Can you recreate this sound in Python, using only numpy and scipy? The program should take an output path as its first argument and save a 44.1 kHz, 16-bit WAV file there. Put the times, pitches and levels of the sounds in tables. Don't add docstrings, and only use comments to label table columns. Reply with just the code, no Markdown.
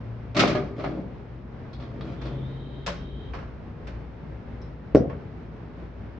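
import sys
import numpy as np
from scipy import signal
from scipy.fft import rfft, irfft, next_fast_len
from scipy.io import wavfile
from scipy.ndimage import uniform_filter1d

SR = 44100
rng = np.random.default_rng(int(sys.argv[2]) if len(sys.argv) > 2 else 0)


def materialize(psi):
    bounded = np.clip(np.atleast_2d(psi).T, -1, 1)
    quanta = np.round(bounded * 32767).astype(np.int16)
    wavfile.write(sys.argv[1], SR, quanta)


N = 272977
TIME = np.arange(N) / SR


def gain_of(db):
    return np.exp(np.asarray(db) * (np.log(10) / 20))


def evened(x):
    return x / np.sqrt(np.mean(x ** 2) + 1e-20)


def standard_hit(x):
    return x / np.sqrt(np.sum(x ** 2) * 1000 / SR + 1e-20)


def look_up(table, hz):
    pitches, values = np.transpose(table)
    return np.interp(np.log(hz + 1), np.log(pitches + 1), values)


def add(mix, start_s, sound):
    part = mix[..., round(start_s * SR):][..., :sound.shape[-1]]
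    part += sound[..., :part.shape[-1]]


def coloured(x, db_at):
    count = next_fast_len(x.shape[-1], True)
    gains = gain_of(db_at(np.fft.rfftfreq(count, 1 / SR)))
    return irfft(rfft(x, count) * gains, count)[..., :x.shape[-1]]


def leaned(pair, balance):
    return coloured(pair, lambda hz: np.array([[.5], [-.5]]) * look_up(balance, hz))


def drift(hz):
    count = 2048
    keep_slow = np.exp(-(np.fft.rfftfreq(count, N / SR / count) / hz) ** 2)
    slow = irfft(rfft(rng.standard_normal(count)) * keep_slow, count)
    return evened(np.interp(np.arange(N) * count / N, np.arange(count), slow))


def pulse(tone, tilt_db=0):
    hz = abs(np.fft.fftfreq(4096, 1 / SR))
    db = np.maximum(look_up(tone, hz), -100) + tilt_db * np.log2(np.maximum(hz, 500) / 2000)
    spectrum = np.exp(np.conj(signal.hilbert(np.log(gain_of(db)))))
    return standard_hit(np.fft.ifft(spectrum).real[:len(hz) // 2])


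def ring(notes, contact_s=0.00035):
    t = np.arange(SR // 2) / SR
    ease_in = 1 - np.exp(-(t / contact_s) ** 2)
    ringing = sum(gain_of(db + rng.standard_normal() - 60 * t / fade_s) * np.sin(2 * np.pi * hz * t)
                  for hz, db, fade_s in notes)
    return standard_hit(ease_in * ringing)


def collisions(per_s, spread_db=3.0):
    hits = (rng.random(N) < per_s / SR) * rng.choice([-1., 1.], N)
    hits *= gain_of(spread_db * np.minimum(rng.exponential(1, N), 3))
    return hits / np.sqrt(abs(uniform_filter1d(hits ** 2, size=1300)) + 1e-4)


# pitch_hz, likeness
EAR_LIKENESS = [(50, 0.73), (150, 0.98), (300, 0.8), (550, 0.46), (1000, 0.33), (2000, 0.33), (5000, 0.099),
                (9000, 0.26)]
def from_all_sides(pair):
    count = next_fast_len(pair.shape[-1], True)
    first, second = rfft(pair, count)
    likeness = np.clip(look_up(EAR_LIKENESS, np.fft.rfftfreq(count, 1 / SR)), -1, 1)
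    shared = first * np.sqrt((1 + likeness) / 2)
    opposed = second * np.sqrt((1 - likeness) / 2)
    return irfft(np.array([shared + opposed, shared - opposed]), count)[:, :pair.shape[-1]]


# pitch_hz, fade_s
ECHO_FADES = [(100, 0.94), (250, 0.12), (600, 0.39), (1400, 0.46), (3500, 0.35), (6000, 0.37), (9000, 0.17)]
def bay(x, direct_db, echo_db, build_s=0.0014):
    count = 3 * SR // 4
    bounces = rng.choice([-1., 1.], (2, count)) * (rng.random((2, count)) < 4000 / SR)
    hz, t, bands = signal.stft(from_all_sides(bounces), SR, nperseg=256)
    fade = gain_of(-60 * t / look_up(ECHO_FADES, hz)[:, None])
    echo = signal.istft(bands * fade, SR, nperseg=256)[1][:, :count]
    echo *= 1 - np.exp(-TIME[:count] / build_s)
    echo *= 1 + 0.79 * np.exp(-(TIME[:count] / 0.028) ** 2)
    echo *= gain_of(echo_db) / np.sqrt(np.sum(echo ** 2) / 2)
    echo[:, 0] += gain_of(direct_db)
    return signal.fftconvolve(x[None], echo, axes=1)[:, :N]


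# pitch_hz, level_db
AIR_TONE = [(12, -30.5), (25, -18), (42, -11), (52, -8.5), (68, -3), (92, -4), (125, -5.5), (200, -8),
            (260, -12), (440, -14), (600, -19), (2100, -32), (5500, -53), (9600, -80)]
# pitch_hz, left_minus_right_db
HISS_BALANCE = [(2000, 0), (3500, 3), (5300, 3.5), (8000, 2.5)]
# pitch_hz, level_db
FAN_DRONES = [(58.6, -44.5), (116, -54), (239, -54)]
def ventilation(air_db=-41, waver_db=1.0, deep_hz=70, swell_s=3.1, swell_width_s=0.98, swell_db=5.5):
    noise = from_all_sides(rng.standard_normal((2, N)))
    rush = evened(coloured(noise, lambda hz: look_up(AIR_TONE, hz)))
    rush = leaned(rush, HISS_BALANCE) * gain_of(air_db + waver_db * drift(hz=5.4))
    for hz, db in FAN_DRONES:
        turns = np.cumsum(hz * (1 + .02 * drift(hz=6))) / SR
        rush += gain_of(db) * evened(np.sin(2 * np.pi * turns) * (1 + 0.38 * drift(hz=5.7)))
    deep = signal.sosfiltfilt(signal.butter(2, deep_hz, fs=SR, output="sos"), rush)
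    swell = gain_of(swell_db * np.exp(-((TIME - swell_s) / swell_width_s) ** 2))
    return rush + deep * (swell - 1)


# pitch_hz, half_width_hz, boost_db
BAY_BOOMS = [(113.5, 3, 7), (133, 3.2, 16.5), (139.8, 1.2, 7)]
def motor_hum(start_hz=112.8, climb_hz_per_s=8.4, level_db=-47, fade_db_per_s=1.5,
              octave_db=-16, flutter_db=2.3):
    hz = start_hz + climb_hz_per_s * TIME
    turns = np.cumsum(hz * (1 + .004 * drift(hz=8))) / SR
    boom_db = sum(db / (1 + ((hz - centre) / width) ** 2) for centre, width, db in BAY_BOOMS)
    tone = evened(np.sin(2 * np.pi * turns) + gain_of(octave_db) * np.sin(4 * np.pi * turns))
    return tone * gain_of(level_db - fade_db_per_s * TIME + boom_db + flutter_db * drift(hz=5))


def gear_whine(noise, hz, width_hz):
    spin = np.exp(2j * np.pi * np.cumsum(hz * np.ones(N)) / SR)
    memory = np.exp(-np.pi * width_hz / SR)
    for _ in range(2):
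        noise = 2 * (spin * signal.lfilter([1 - memory], [1, -memory], noise / spin)).real
    return evened(noise)


# pitch_hz, level_db
RUMBLE_TONE = [(40, -46), (90, -18.5), (150, 1), (205, 4.5), (290, -1.5), (400, 3), (520, -8), (650, -11.5),
               (900, -18.5), (2000, -56.5), (5000, -93)]
def tee_lift(on_s=2.18, off_s=3.32, ramp_s=.06, speed_up_s=2.46, step_s=.04,
             lower_hz=3170, upper_start_hz=3440, upper_run_hz=3745, rumble_db=-47):
    age = np.clip(TIME, on_s, off_s) - on_s
    running = np.clip(np.minimum(TIME - on_s, off_s - TIME) / ramp_s + .5, 0, 1)
    freed = (1 + np.tanh((TIME - speed_up_s) / step_s)) / 2
    upper_hz = upper_start_hz + (upper_run_hz - upper_start_hz) * freed
    teeth = from_all_sides(rng.standard_normal((2, N)))
    lower = gain_of(-65.5 + 7 * age) * gear_whine(teeth, lower_hz, width_hz=180)
    upper = gain_of(-59 - 4 * age) * gear_whine(teeth, upper_hz, width_hz=360)
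    rumble = evened(signal.oaconvolve(teeth, pulse(RUMBLE_TONE)[None])[:, :N])
    return running * (lower + upper + gain_of(rumble_db) * rumble)


def settling(length_s, fade_db_per_s, rise_s=.011):
    age = TIME[:SR]
    return (1 - np.exp(-age / rise_s)) * gain_of(-fade_db_per_s * np.maximum(age - length_s, 0))


# pitch_hz, level_db
HIT_TONE = [(290, -43), (500, -6), (625, 1), (800, -3), (872, -10), (1190, -2), (1660, -9.5), (2020, -7.5),
            (2180, -6), (2620, -11), (4090, -16), (5400, -22.5), (7500, -38), (9610, -56.5), (12500, -76.5),
            (21100, -120)]
# start_s, length_s, clacking_db, rumbling_db
BALL_SHOVES = [(0.348, .04, -24.5, -18), (0.38, 0.017, -20, -12), (0.461, 0.038, -30.5, -26.5),
               (0.522, 0.02, -41, -27.5), (0.634, 0.033, -48, -36), (0.759, .05, -37.5, -26.5),
               (0.838, 0.033, -41, -26), (0.925, .07, -53, -27.5), (1.782, 0.059, -44.5, -34.5),
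               (1.897, 0.11, -52.5, -35.5), (2.029, 0.095, -42, -32.5), (2.219, 0.054, -38.5, -29),
               (2.305, 0.067, -62, -35)]
def jostling_balls(level_db=-3):
    hits = collisions(per_s=420)
    bumping, rolling = np.zeros((2, N))
    for start_s, length_s, clacking_db, rumbling_db in BALL_SHOVES:
        add(bumping, start_s, gain_of(clacking_db) * settling(length_s, fade_db_per_s=192))
        add(rolling, start_s, gain_of(rumbling_db) * settling(length_s, fade_db_per_s=111.5))
    clack, rumble = pulse(HIT_TONE), pulse(RUMBLE_TONE)
    clacking = signal.oaconvolve(hits * bumping, clack / np.linalg.norm(clack))[:N]
    rumbling = signal.oaconvolve(hits * rolling, rumble / np.linalg.norm(rumble))[:N]
    out = bay(clacking, direct_db=-12.5, echo_db=-8) + bay(rumbling, direct_db=-7, echo_db=-8)
    return gain_of(level_db) * out


# pitch_hz, level_db, fade_s
KNOCK_RING = [(149, -20, .3), (211, -1, 0.23), (280.4, 5, 0.19), (373, -8.5, 0.14), (385, 1, 0.35),
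              (433, -6.5, 0.17), (604, 10, 0.17), (610, -3.5, 0.066), (727, -3, 0.27), (1158, -10, 0.2),
              (1232, -5, 0.22), (1680, -5, .14), (4130, -11, .07)]
# start_s, hit_db, tilt_db_per_octave, direct_db, ring_db
CRATE_KNOCKS = [(0.348, -12.5, 1, -22, -10.5), (0.367, -2.5, 4.5, -22.5, -1.5),
                (0.394, 4.5, 3.5, -22, -9.5), (0.408, -4.5, 2.5, -11, -3), (0.429, -18, -2.5, -1.5, -1.5),
                (0.437, -5, -8, -2, -13), (0.474, -9.5, 5.5, -23, -13.5), (0.512, -13.5, -1.5, -17, -18.5),
                (0.551, -8, -2, -23, 3), (0.796, -17, -3.5, -22, -13.5), (0.838, -7.5, -4.5, -27, -4.5)]
def crate_knocks():
    out = np.zeros((2, N))
    for start_s, hit_db, tilt_db, direct_db, ring_db in CRATE_KNOCKS:
        add(out, start_s, gain_of(hit_db) * bay(pulse(HIT_TONE, tilt_db), direct_db, echo_db=-10.5))
        add(out, start_s, gain_of(ring_db) * bay(ring(KNOCK_RING), direct_db=-12.5, echo_db=-16))
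    return out


# pitch_hz, level_db
CLACK_TONE = [(200, -32), (400, -0.5), (560, 2.5), (850, 0), (1100, 2), (1700, -2.5), (2000, -4.5),
              (3500, -12), (4700, -19.5), (5400, -18.5), (6400, -29), (7500, -34), (8400, -39.5),
              (10000, -69), (14000, -111)]
# pitch_hz, level_db, fade_s
HOUSING_NOTES = [(178, 0, .35), (574, 10.5, 0.072), (681, -0.5, 0.13), (1089, -1.5, 0.1), (1520, -11, 0.15),
                 (1685, -17.5, 0.19)]
# pitch_hz, level_db, fade_s
BALL_NOTES = [(3480, 1, .014), (3780, 0, .014), (4180, 1, .012), (4800, -8, .014)]
# start_s, level_db, housing_db, tilt_db_per_octave, ball_db, direct_db
SINGLE_CLACKS = [(1.731, -35, -12, 1, 1, -17), (1.799, -33, -12, -1.5, -6, -21),
                 (1.821, -33, -11, -4, -6, -22), (1.847, -36, -4, -6, -10, -17),
                 (2.01, -26, -6.5, -4, -8, -9), (2.215, -25, -10, -0.5, -9, -18),
                 (2.255, -26.5, -7, -1.5, -7, -19), (2.864, -13, 2.5, 6.5, -33, -16.5),
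                 (2.877, -14, -2, 0, -16, -10.5), (3.335, -17.5, -6.5, -3, -19, -22),
                 (3.349, -23.5, -8, -1, -32, -26), (3.385, -23.5, -11, -2.5, -28, -25),
                 (3.425, -31, -9, -1.5, -22, -25), (3.871, -24.5, -2, 1.3, -24, -20),
                 (5.097, -20, -3.5, -5, -30, -19)]
def clacks():
    out = np.zeros((2, N))
    for start_s, level_db, housing_db, tilt_db, ball_db, direct_db in SINGLE_CLACKS:
        blow = gain_of(housing_db) * ring(HOUSING_NOTES) + gain_of(ball_db) * ring(BALL_NOTES)
        add(blow, 0, pulse(CLACK_TONE, tilt_db))
        add(out, start_s, gain_of(level_db) * bay(blow, direct_db, echo_db=-6, build_s=.001))
    return out


# pitch_hz, level_db
TICK_TONE = [(1500, -22), (3000, -16.5), (4600, -9), (5200, -4), (5800, -5.5), (6400, -20), (8000, -29),
             (10000, -43)]
def turf_swish(start_s=4.953, level_db=-42, rise_s=0.0065, fade_s=.025):
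    age = np.maximum(TIME - start_s, 0)
    stroke = gain_of(level_db) * (1 - np.exp(-age / rise_s)) * np.exp(-age / fade_s)
    fibres = from_all_sides(np.array([collisions(per_s=3500) for side in range(2)]))
    tick = pulse(TICK_TONE)
    return signal.oaconvolve(stroke * fibres, tick[None] / np.linalg.norm(tick))[:, :N]


# pitch_hz, level_db, fade_s
PING_NOTES = [(3960, -12, .07), (5240, 0, .024), (5400, -8, .03)]
def ping(start_s=4.617, level_db=-45, tick_db=-3):
    out = np.zeros((2, N))
    blow = ring(PING_NOTES, contact_s=.002)
    add(blow, 0, gain_of(tick_db) * pulse(TICK_TONE, tilt_db=2))
    add(out, start_s, gain_of(level_db) * bay(blow, direct_db=-10, echo_db=-6.5, build_s=.003))
    return out


# pitch_hz, level_db, fade_s
PLATFORM_NOTES = [(78, 0, 1), (132, 3, 0.9), (171, -1.5, 0.33), (188.7, 2.5, 0.29), (285, -0.5, 0.72),
                  (425, -13.5, 0.33), (490, 0, 0.34), (519, 2.5, 0.2), (620, -12, 0.27), (660, -12, .28),
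                  (1480, -16, .05), (1700, -16, .06)]
# delay_s, level_db
WALL_ECHOES = [(0.0066, -1.5), (0.0213, -7.5)]
def mat_thump(hit_s=4.950, lead_s=.005, push_s=0.0009, push_db=2.5, platform_db=-7.5, slap_db=-23):
    from_peak = (TIME[:round(2 * lead_s * SR)] - lead_s) / push_s
    push = gain_of(push_db) * (2 * from_peak ** 2 - 1) * np.exp(-from_peak ** 2)
    out = np.zeros((2, N))
    add(out, hit_s - lead_s, bay(push, direct_db=0, echo_db=-3, build_s=.02))
    for delay_s, level_db in WALL_ECHOES:
        add(out, hit_s - lead_s + delay_s, gain_of(level_db) * push)
    add(out, hit_s, gain_of(platform_db) * ring(PLATFORM_NOTES))
    add(out, hit_s, gain_of(slap_db) * bay(pulse(CLACK_TONE, tilt_db=-4), direct_db=7, echo_db=1.5))
    return out


def scene():
    return (jostling_balls() + crate_knocks() + clacks() + tee_lift() + motor_hum()
            + ping() + mat_thump() + turf_swish() + ventilation())


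def cut_above(pair, hz):
    return signal.oaconvolve(pair, signal.firwin(255, hz, window=("kaiser", 8), fs=SR)[None], "same")


# pitch_hz, left_minus_right_db
MIC_BALANCE = [(60, 1.5), (180, 2.46), (350, 0.5), (520, 0.4), (1000, -0.2), (1700, -1.5), (3000, -1.6),
               (4100, 2.5), (5300, 5), (9000, 4.5)]
def record(dry, treble_hz=9750, top_hz=15700):
    heard = leaned(dry, MIC_BALANCE) * signal.windows.tukey(N, .002)
    overloaded = np.clip(cut_above(heard, treble_hz), -1, 1)
    return cut_above(overloaded, top_hz)


dry = scene()
out = record(dry)
materialize(out)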